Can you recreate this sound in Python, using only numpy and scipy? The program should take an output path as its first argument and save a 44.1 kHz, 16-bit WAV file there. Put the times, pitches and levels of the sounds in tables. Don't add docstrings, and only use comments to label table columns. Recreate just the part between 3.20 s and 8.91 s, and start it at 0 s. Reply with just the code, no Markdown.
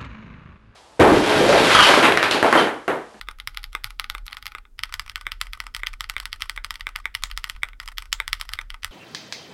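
import sys
import numpy as np
from scipy import signal
from scipy.fft import rfft, irfft, next_fast_len
from scipy.io import wavfile
from scipy.ndimage import uniform_filter1d, map_coordinates

SR = 44100
rng = np.random.default_rng(int(sys.argv[2]) if len(sys.argv) > 2 else 0)


def wrap_up_sound(samples):
    columns = np.atleast_2d(samples).T
    tamed = np.clip(columns, -1, 1)
    steps = np.round(tamed * 32767).astype(np.int16)
    wavfile.write(sys.argv[1], SR, steps)


N = 251811
SIZE = 2048
HZ = np.fft.rfftfreq(SIZE, 1 / SR)
T = np.arange(SR // 3) / SR
PLATE_CHANGE_S = 1.53


def amp(db):
    return 10 ** (np.asarray(db) / 20)


def along(points, hz):
    knots_hz, values = np.transpose(points)
    return np.interp(np.log(hz + 1), np.log(knots_hz), values)


def add(track, time_s, sound):
    start = round(time_s * SR)
    part = sound[max(-start, 0):max(N - start, 0)]
    track[max(start, 0):][:len(part)] += part


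def noise(spectrum):
    gain = amp(along(spectrum, np.fft.rfftfreq(N, 1 / SR)))
    x = irfft(rfft(rng.standard_normal(N)) * gain, N)
    return x / np.std(x)


def burst(envelope):
    x = envelope * rng.standard_normal(len(envelope))
    return x / np.linalg.norm(x)


def struck(gain_db):
    cepstrum = irfft(np.log(amp(np.maximum(gain_db, -100))))
    cepstrum[1:SIZE // 2] *= 2
    cepstrum[SIZE // 2 + 1:] = 0
    return irfft(np.exp(rfft(cepstrum)))


def ripple(spacing_hz):
    return map_coordinates(rng.standard_normal(SIZE), [HZ / spacing_hz], mode="mirror")


def wobble(knots_per_s):
    return map_coordinates(rng.standard_normal(SIZE), [np.arange(N) * knots_per_s / SR], mode="mirror")


# (frequency [Hz], level [dB])
AIR_SPECTRUM = [(30, -1), (130, 4), (195, 2.5), (237, 12.5), (280, 3.5), (420, 1.5), (600, -4.5),
                (1200, -9), (3000, -15), (8000, -15), (16000, -19.5)]


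def room_air():
    return amp(-70) * noise(AIR_SPECTRUM)


# (time [s], level [dB])
RUMBLE_LEVELS = [(0.0, -45.5), (1.06, -41), (1.1, -54.5), (1.4, -45.5), (1.5, -53), (1.78, -42.5),
                 (3.95, -44), (4.14, -37), (4.28, -47.5), (4.36, -35), (4.48, -47), (5.53, -39.5),
                 (5.61, -53), (5.67, -40.5)]
# (frequency [Hz], level [dB])
RUMBLE_SPECTRUM = [(10, -14), (24, -1.5), (35, -0.5), (43, -0.5), (52, -15), (80, -17), (140, -36.5),
                   (400, -66), (1000, -120)]


def desk_rumble(hum_hz=34.3):
    t = np.arange(N) / SR
    hum = np.sqrt(2) * np.sin(2 * np.pi * hum_hz * t + wobble(knots_per_s=12))
    hum *= amp(1.4 * wobble(knots_per_s=9.6))
    level_db = np.interp(t, *np.transpose(RUMBLE_LEVELS))
    return amp(level_db) * (amp(-1) * hum + amp(-2) * noise(RUMBLE_SPECTRUM))


def thump(hz, rise_s=0.011, t60_s=0.079):
    return np.sin(2 * np.pi * hz * T) * (1 - np.exp(-T / rise_s)) * amp(-60 * T / t60_s)


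# (time [s], level [dB], frequency [Hz])
HEAVY_THUMPS = [(0.274, -36.5, 103), (0.644, -30.5, 106)]


def desk_thumps():
    track = np.zeros(N)
    for strokes, push_db in (PRESSES, 0), (RELEASES, 2.5), (TOUCHES, -4.5), (BAR_STROKES, -1.5):
        for time_s, db, _ in strokes:
            plate_db = -47 if time_s < PLATE_CHANGE_S else -41
            thump_db = plate_db + 0.57 * min(db, 10) + push_db + rng.normal(0, 2)
            add(track, time_s - 0.002, amp(thump_db) * thump(hz=74 * rng.normal(1, 0.089)))
    for time_s, db, hz in HEAVY_THUMPS:
        add(track, time_s, amp(db) * thump(hz))
    return track


# (frequency [Hz], level [dB], t60 [s])
ROOM_BANDS = [(300, 2.5, 0.5), (880, 10, 0.082), (1370, 0, 0.28), (2200, -1, 0.19), (4870, -7.5, 0.33),
              (8800, 3, 0.13), (15000, -12, 0.39)]


def room_tail(rise_s=0.00091):
    hz, t, spectra = signal.stft(rng.standard_normal(len(T)), SR, nperseg=256)
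    band_hz, db, t60_s = np.transpose(ROOM_BANDS)
    start_db = along(np.c_[band_hz, db], hz)[:, None]
    decay_db = 60 * t / along(np.c_[band_hz, t60_s], hz)[:, None]
    tail = signal.istft(spectra * amp(start_db - decay_db), SR, nperseg=256)[1][:len(T)]
    tail *= 1 - np.exp(-(T / rise_s) ** 2)
    return tail / np.linalg.norm(tail)


# (frequency [Hz], level [dB], t60 [s])
CASE_MODES_METAL = [(832, -54, 0.15), (1160, -54, 0.064), (1460, -46.5, 0.11), (2100, -48.5, 0.052)]
CASE_MODES_PLASTIC = [(901, -51.5, 0.094), (1201, -60.5, 0.077), (1337, -51, 0.11), (1498, -46, 0.11),
                      (2045, -39, 0.041)]


def case_ring(time_s, blow_db, rise_s=0.0027):
    ring = np.zeros(len(T))
    drive_db = 0.78 * min(blow_db, 8)
    for hz, db, t60_s in CASE_MODES_METAL if time_s < PLATE_CHANGE_S else CASE_MODES_PLASTIC:
        gain = amp(drive_db + db + rng.normal(0, 2.5))
        drift_rad = np.cumsum(rng.normal(0, 0.045, len(T)))
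        ring += gain * amp(-60 * T / t60_s) * np.sin(2 * np.pi * hz * T + drift_rad)
    return ring * (1 - np.exp(-T / rise_s))


def loose_caps(count, level_db, decay_s=0.0018):
    track = np.zeros(N)
    tone_db = along(PLASTIC_CLACK, HZ) + along([(1200, 16.5), (3000, 1), (9000, 11)], HZ)
    for time_s in rng.choice([row[0] for row in PRESSES + RELEASES], size=count):
        colour_db = tone_db + 3 * ripple(spacing_hz=280)
        grains = burst(T * np.exp(-T / decay_s) * amp(7 * rng.standard_normal(len(T))))
        tick = signal.fftconvolve(grains, struck(level_db + rng.normal(0, 0.67) + colour_db))
        add(track, time_s + rng.uniform(0.008, 0.045), tick)
    return track


# (time [s], level [dB])
SPRING_JOLTS = [(4.037, -9.5), (4.93, -7)]
# (frequency [Hz], level [dB])
SPRING_SPECTRUM = [(1500, -29), (3500, 6), (5300, -6), (7300, 4), (8800, -11), (11000, -49), (16000, -10)]


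def springs(snap_db=13.5, rise_s=0.0028, t60_s=0.14):
    track = np.zeros(N)
    for time_s, db in SPRING_JOLTS:
        buzz = burst((1 - np.exp(-T / rise_s)) * amp(-60 * T / t60_s))
        buzz[0] += amp(snap_db)
        add(track, time_s, signal.fftconvolve(buzz, struck(db + along(SPRING_SPECTRUM, HZ))))
    return track


def scuff(travel_s, touch_t60_s=0.041, hiss_rise_s=0.015):
    lead = SR // 50
    since_s = T[:lead] - (T[lead] - travel_s * rng.uniform(0.63, 1.4))
    touch = (since_s > 0) * amp(-60 * np.abs(since_s) / touch_t60_s)
    hiss = 0.94 * amp(-60 * T[:lead] / hiss_rise_s)[::-1]
    return burst((touch + hiss) * amp(3.2 * rng.standard_normal(lead)))


# (delay [s], level [dB])
EARLY_ECHOES = [(.0042, -33.5), (.0083, -29), (.0097, -21.5), (0.012, -23), (0.0188, -27), (.0215, -27)]


def stroke(time_s, colour_db, peaks_db, scuff_db, travel_s, rattle_db, rattle_t60_s, room_db):
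    lead_in = amp(scuff_db + rng.normal(0, 4.2)) * scuff(travel_s)
    chatter = (1 - np.exp(-T / 0.0005)) * amp(-60 * T / rattle_t60_s + 3.6 * rng.standard_normal(len(T)))
    impact = amp(rattle_db + rng.normal(0, 2.3)) * burst(chatter)
    impact[0] += 1
    for delay_s, db in EARLY_ECHOES:
        impact[round(abs(delay_s + rng.normal(0, 0.0003)) * SR)] += amp(db)
    uneven_db = along([(1000, 0.57), (3000, 1.74), (7000, 3.4)], HZ) * ripple(spacing_hz=618)
    clack = signal.fftconvolve(np.r_[lead_in, impact], struck(colour_db + peaks_db + uneven_db))
    track = np.zeros(N)
    add(track, time_s - len(lead_in) / SR, clack)
    add(track, time_s, case_ring(time_s, blow_db=np.interp(1400, HZ, colour_db)))
    add(track, time_s, amp(room_db) * signal.fftconvolve(room_tail(), struck(colour_db)))
    return track


# (time [s], level [dB], snap [dB])
BAR_STROKES = [(0.0867, 12, 3.5), (0.551, 18, 5), (0.9501, 12, 5), (1.3502, 10, 0.5), (1.4531, -9, -4),
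               (2.0675, 18, 1), (2.6342, 16.5, -3.5), (2.9656, 16.5, -0.5), (3.3766, 13.5, -3.5),
               (3.6689, 18, 0), (3.856, 18.5, 0.5), (4.433, 21, 3), (4.5327, -4, -4), (5.0016, 21, 3),
               (5.3893, 15.5, -1)]
# (frequency [Hz], width [Hz], level [dB])
BAR_MODES_METAL = [(432, 194, -18), (905, 28, -11), (1238, 158, -0.5), (1580, 190, -7), (2080, 155, -3.5),
                   (2420, 450, -8.5), (3540, 320, -9)]
BAR_MODES_PLASTIC = [(386, 110, -24), (584, 57, -23.5), (897, 52, -12), (1187, 136, -8.5), (1532, 214, -8),
                     (2140, 277, -1), (3160, 300, -16.5), (3574, 320, -11.5)]
BAR_CLICK_MODES = [(5150, 800, -28), (8500, 1800, -32), (13000, 3800, -38)]


def space_bar(snap_above_hz=4200):
    track = np.zeros(N)
    for time_s, db, snap_db in BAR_STROKES:
        modes = (BAR_MODES_METAL if time_s < PLATE_CHANGE_S else BAR_MODES_PLASTIC) + BAR_CLICK_MODES
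        power = sum(amp(mode_db) ** 2 / (1 + ((HZ - hz) / width_hz) ** 2) ** 3
                    for hz, width_hz, mode_db in modes)
        colour_db = 10 * np.log10(power) + snap_db * (HZ > snap_above_hz)
        broad_db = uniform_filter1d(colour_db, size=41)
        track += stroke(time_s, db + broad_db, colour_db - broad_db, scuff_db=-27.5, travel_s=0.012,
                        rattle_db=-16.5, rattle_t60_s=0.045, room_db=-17)
    return amp(2) * track


# (time [s], level [dB], snap [dB])
PRESSES = [(0.0127, 3.5, 0.5), (0.2744, 10.5, 3), (0.7974, 13.5, 0.5), (0.8998, 11.5, 1.5),
           (1.1696, 3, -2.5), (1.7408, 7, 6), (1.796, 8.5, 1.5), (2.2138, 11.5, 5.5), (2.4027, 8, 1.5),
           (2.565, 0.5, 9.5), (2.8076, 8, 4.5), (2.8981, 8, 4.5), (2.9814, -1.5, -1), (3.001, 3.5, 4.5),
           (3.0557, 6, 2.5), (3.2965, 8, 6), (3.446, 6, 3.5), (3.507, 8, 2.5), (3.7564, 2.5, -20),
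           (3.7605, 8, 1.5), (4.0367, 12, 3.5), (4.1757, 8, 5), (4.2423, 8.5, 2), (4.6007, 4, -3),
           (4.6775, 0, 2.5), (4.9282, 13, 4.5), (5.079, 7, 5), (5.2126, 7, 5.5), (5.2916, 1.5, 1.5),
           (5.6462, 9.5, 6)]
RELEASES = [(0.2006, 5, -3), (.373, 12.5, -2.5), (0.4414, 5, 2.5), (0.6435, 12.5, 3.5), (0.8432, 9, -8),
            (1.0805, 5.5, -9), (1.1298, 9.5, -8), (1.2264, -0.5, 0.5), (1.2667, 9.5, -1), (1.592, 7.5, -3),
            (1.6355, 14.5, -3), (1.897, 2.5, 0), (1.958, 11.5, -1), (2.119, 9.5, -1.5), (2.3336, 6.5, -1),
            (2.5485, 8.5, 0.5), (2.67, 12, -1.5), (2.8423, 5, -9.5), (3.1296, 8, 1.5), (3.2214, 14, 1),
            (3.5565, 0, 1), (3.6087, 4, -2.5), (3.9507, 13, 2), (4.114, 4, -1.5), (4.2983, 9.5, 4),
            (4.783, 10, 4), (5.1305, 17.5, 1.5), (5.3356, 10.5, 2.5), (5.5035, 5, -3.5), (5.6332, 4.5, -4)]
TOUCHES = [(.1119, -11.5, 6), (.187, -20, 11), (.3466, -14.5, 7), (.4314, -18.5, 16), (0.5304, -13, 12),
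           (.706, -7.5, 9.5), (.9814, -10.5, 4), (1.0659, -13, 17.5), (1.1007, -17, -2), (1.257, -5, 12),
           (1.279, -13, 12), (1.32, -9.5, 2.5), (1.3837, -12.5, 3), (1.694, -16, 0), (1.7252, -6.5, 7),
           (1.863, -14.5, 7), (1.8792, -12.5, 4), (2.0119, -9.5, 8.5), (2.269, -11.5, 3), (2.4673, -5, 5),
           (2.7322, -15, 10), (2.737, -12.5, 4), (3.207, -12, 11), (3.3626, -14, 12), (3.5416, -11.5, 9),
           (3.6908, -8, 7), (4.0238, -14, 10), (4.101, -16, 4), (4.351, -22, -2), (4.3636, -14.5, 0.5),
           (4.4873, -12, 2.5), (4.6592, -21.5, 18), (4.686, -7.5, 8.5), (4.8231, -9.5, 9.5),
           (4.8565, -16.5, 8), (5.1992, -13.5, 10), (5.4132, -9.5, 5.5), (5.5434, -7, 0)]
# (frequency [Hz], level [dB])
METAL_CLACK = [(300, -36), (600, -28), (800, -19.5), (1000, -14), (1250, -2), (1650, -9.5), (2050, 1),
               (2550, -6.5), (3300, -4), (5000, -10.5), (6800, -25), (10000, -22.5), (11400, -19),
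               (13000, -25.5), (15500, -33.5)]
PLASTIC_CLACK = [(300, -36.5), (600, -23.5), (1000, -10.5), (1250, -1), (1620, -9), (1950, 3.5),
                 (2500, -3.5), (3250, -1), (3900, -8.5), (5100, -8), (6800, -23.5), (7600, -18),
                 (11500, -20.5), (13200, -27), (15000, -33)]
# (frequency [Hz], gain [dB])
PRESS_EQ = [(400, 1.5), (950, 3), (1400, 3.5), (2150, 0.5), (2900, -1), (5200, 2), (6300, 0.5), (7600, 1),
            (9500, -1.5), (15000, 4.5)]
RELEASE_EQ = [(400, -2), (950, -6.5), (1300, -0.5), (2050, -1.5), (2900, -1), (5300, 1), (6500, -1),
              (7600, -1.5), (9500, -1.5), (15000, 3.5)]
TOUCH_EQ = [(400, 10), (950, 12.5), (1280, 13.5), (1750, 3), (2350, 8.5), (3300, -0.5), (5500, 2),
            (9500, 1), (15000, 1)]


def keys(cap_hz=3200, cap_db=2, snap_above_hz=2400):
    track = np.zeros(N)
    snap_share = np.clip(np.log2((HZ + 1) / snap_above_hz) / 1.64, 0, 1)
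    bass_db = along([(20, -37.5), (150, 15.5), (300, -0.5)], HZ)
    cap_peak_db = cap_db * np.exp(-(np.log2((HZ + 1) / cap_hz) / 0.2) ** 2)
    kinds = [(PRESSES, PRESS_EQ, -26, -8),
             (RELEASES, RELEASE_EQ, -20.5, -8.5),
             (TOUCHES, TOUCH_EQ, -22.5, -7.5)]
    for strokes, eq, scuff_db, rattle_db in kinds:
        for time_s, db, snap_db in strokes:
            clack = METAL_CLACK if time_s < PLATE_CHANGE_S else PLASTIC_CLACK
            softness = np.clip(-db / 12, 0, 1)
            colour_db = db + along(clack, HZ) + bass_db + along(eq, HZ) + snap_db * snap_share - softness
            track += stroke(time_s, colour_db, cap_peak_db, scuff_db + 5.5 * softness, travel_s=0.008,
                            rattle_db=rattle_db + 4.3 * softness, rattle_t60_s=0.016, room_db=-17.5)
    return amp(-0.35) * track


def scene():
    keyboard = keys() + space_bar() + springs() + loose_caps(count=60, level_db=-20)
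    return (keyboard + desk_thumps() + desk_rumble() + room_air())[None]


def record(dry):
    top_hz, rolloff_hz = 16850, 900
    size = next_fast_len(N + SIZE)
    passband = np.clip((top_hz - np.fft.rfftfreq(size, 1 / SR)) / rolloff_hz, 0, 1)
    return irfft(rfft(dry, size) * np.sin(np.pi / 2 * passband) ** 2, size)[:, :N]


dry = scene()
out = record(dry)
wrap_up_sound(out)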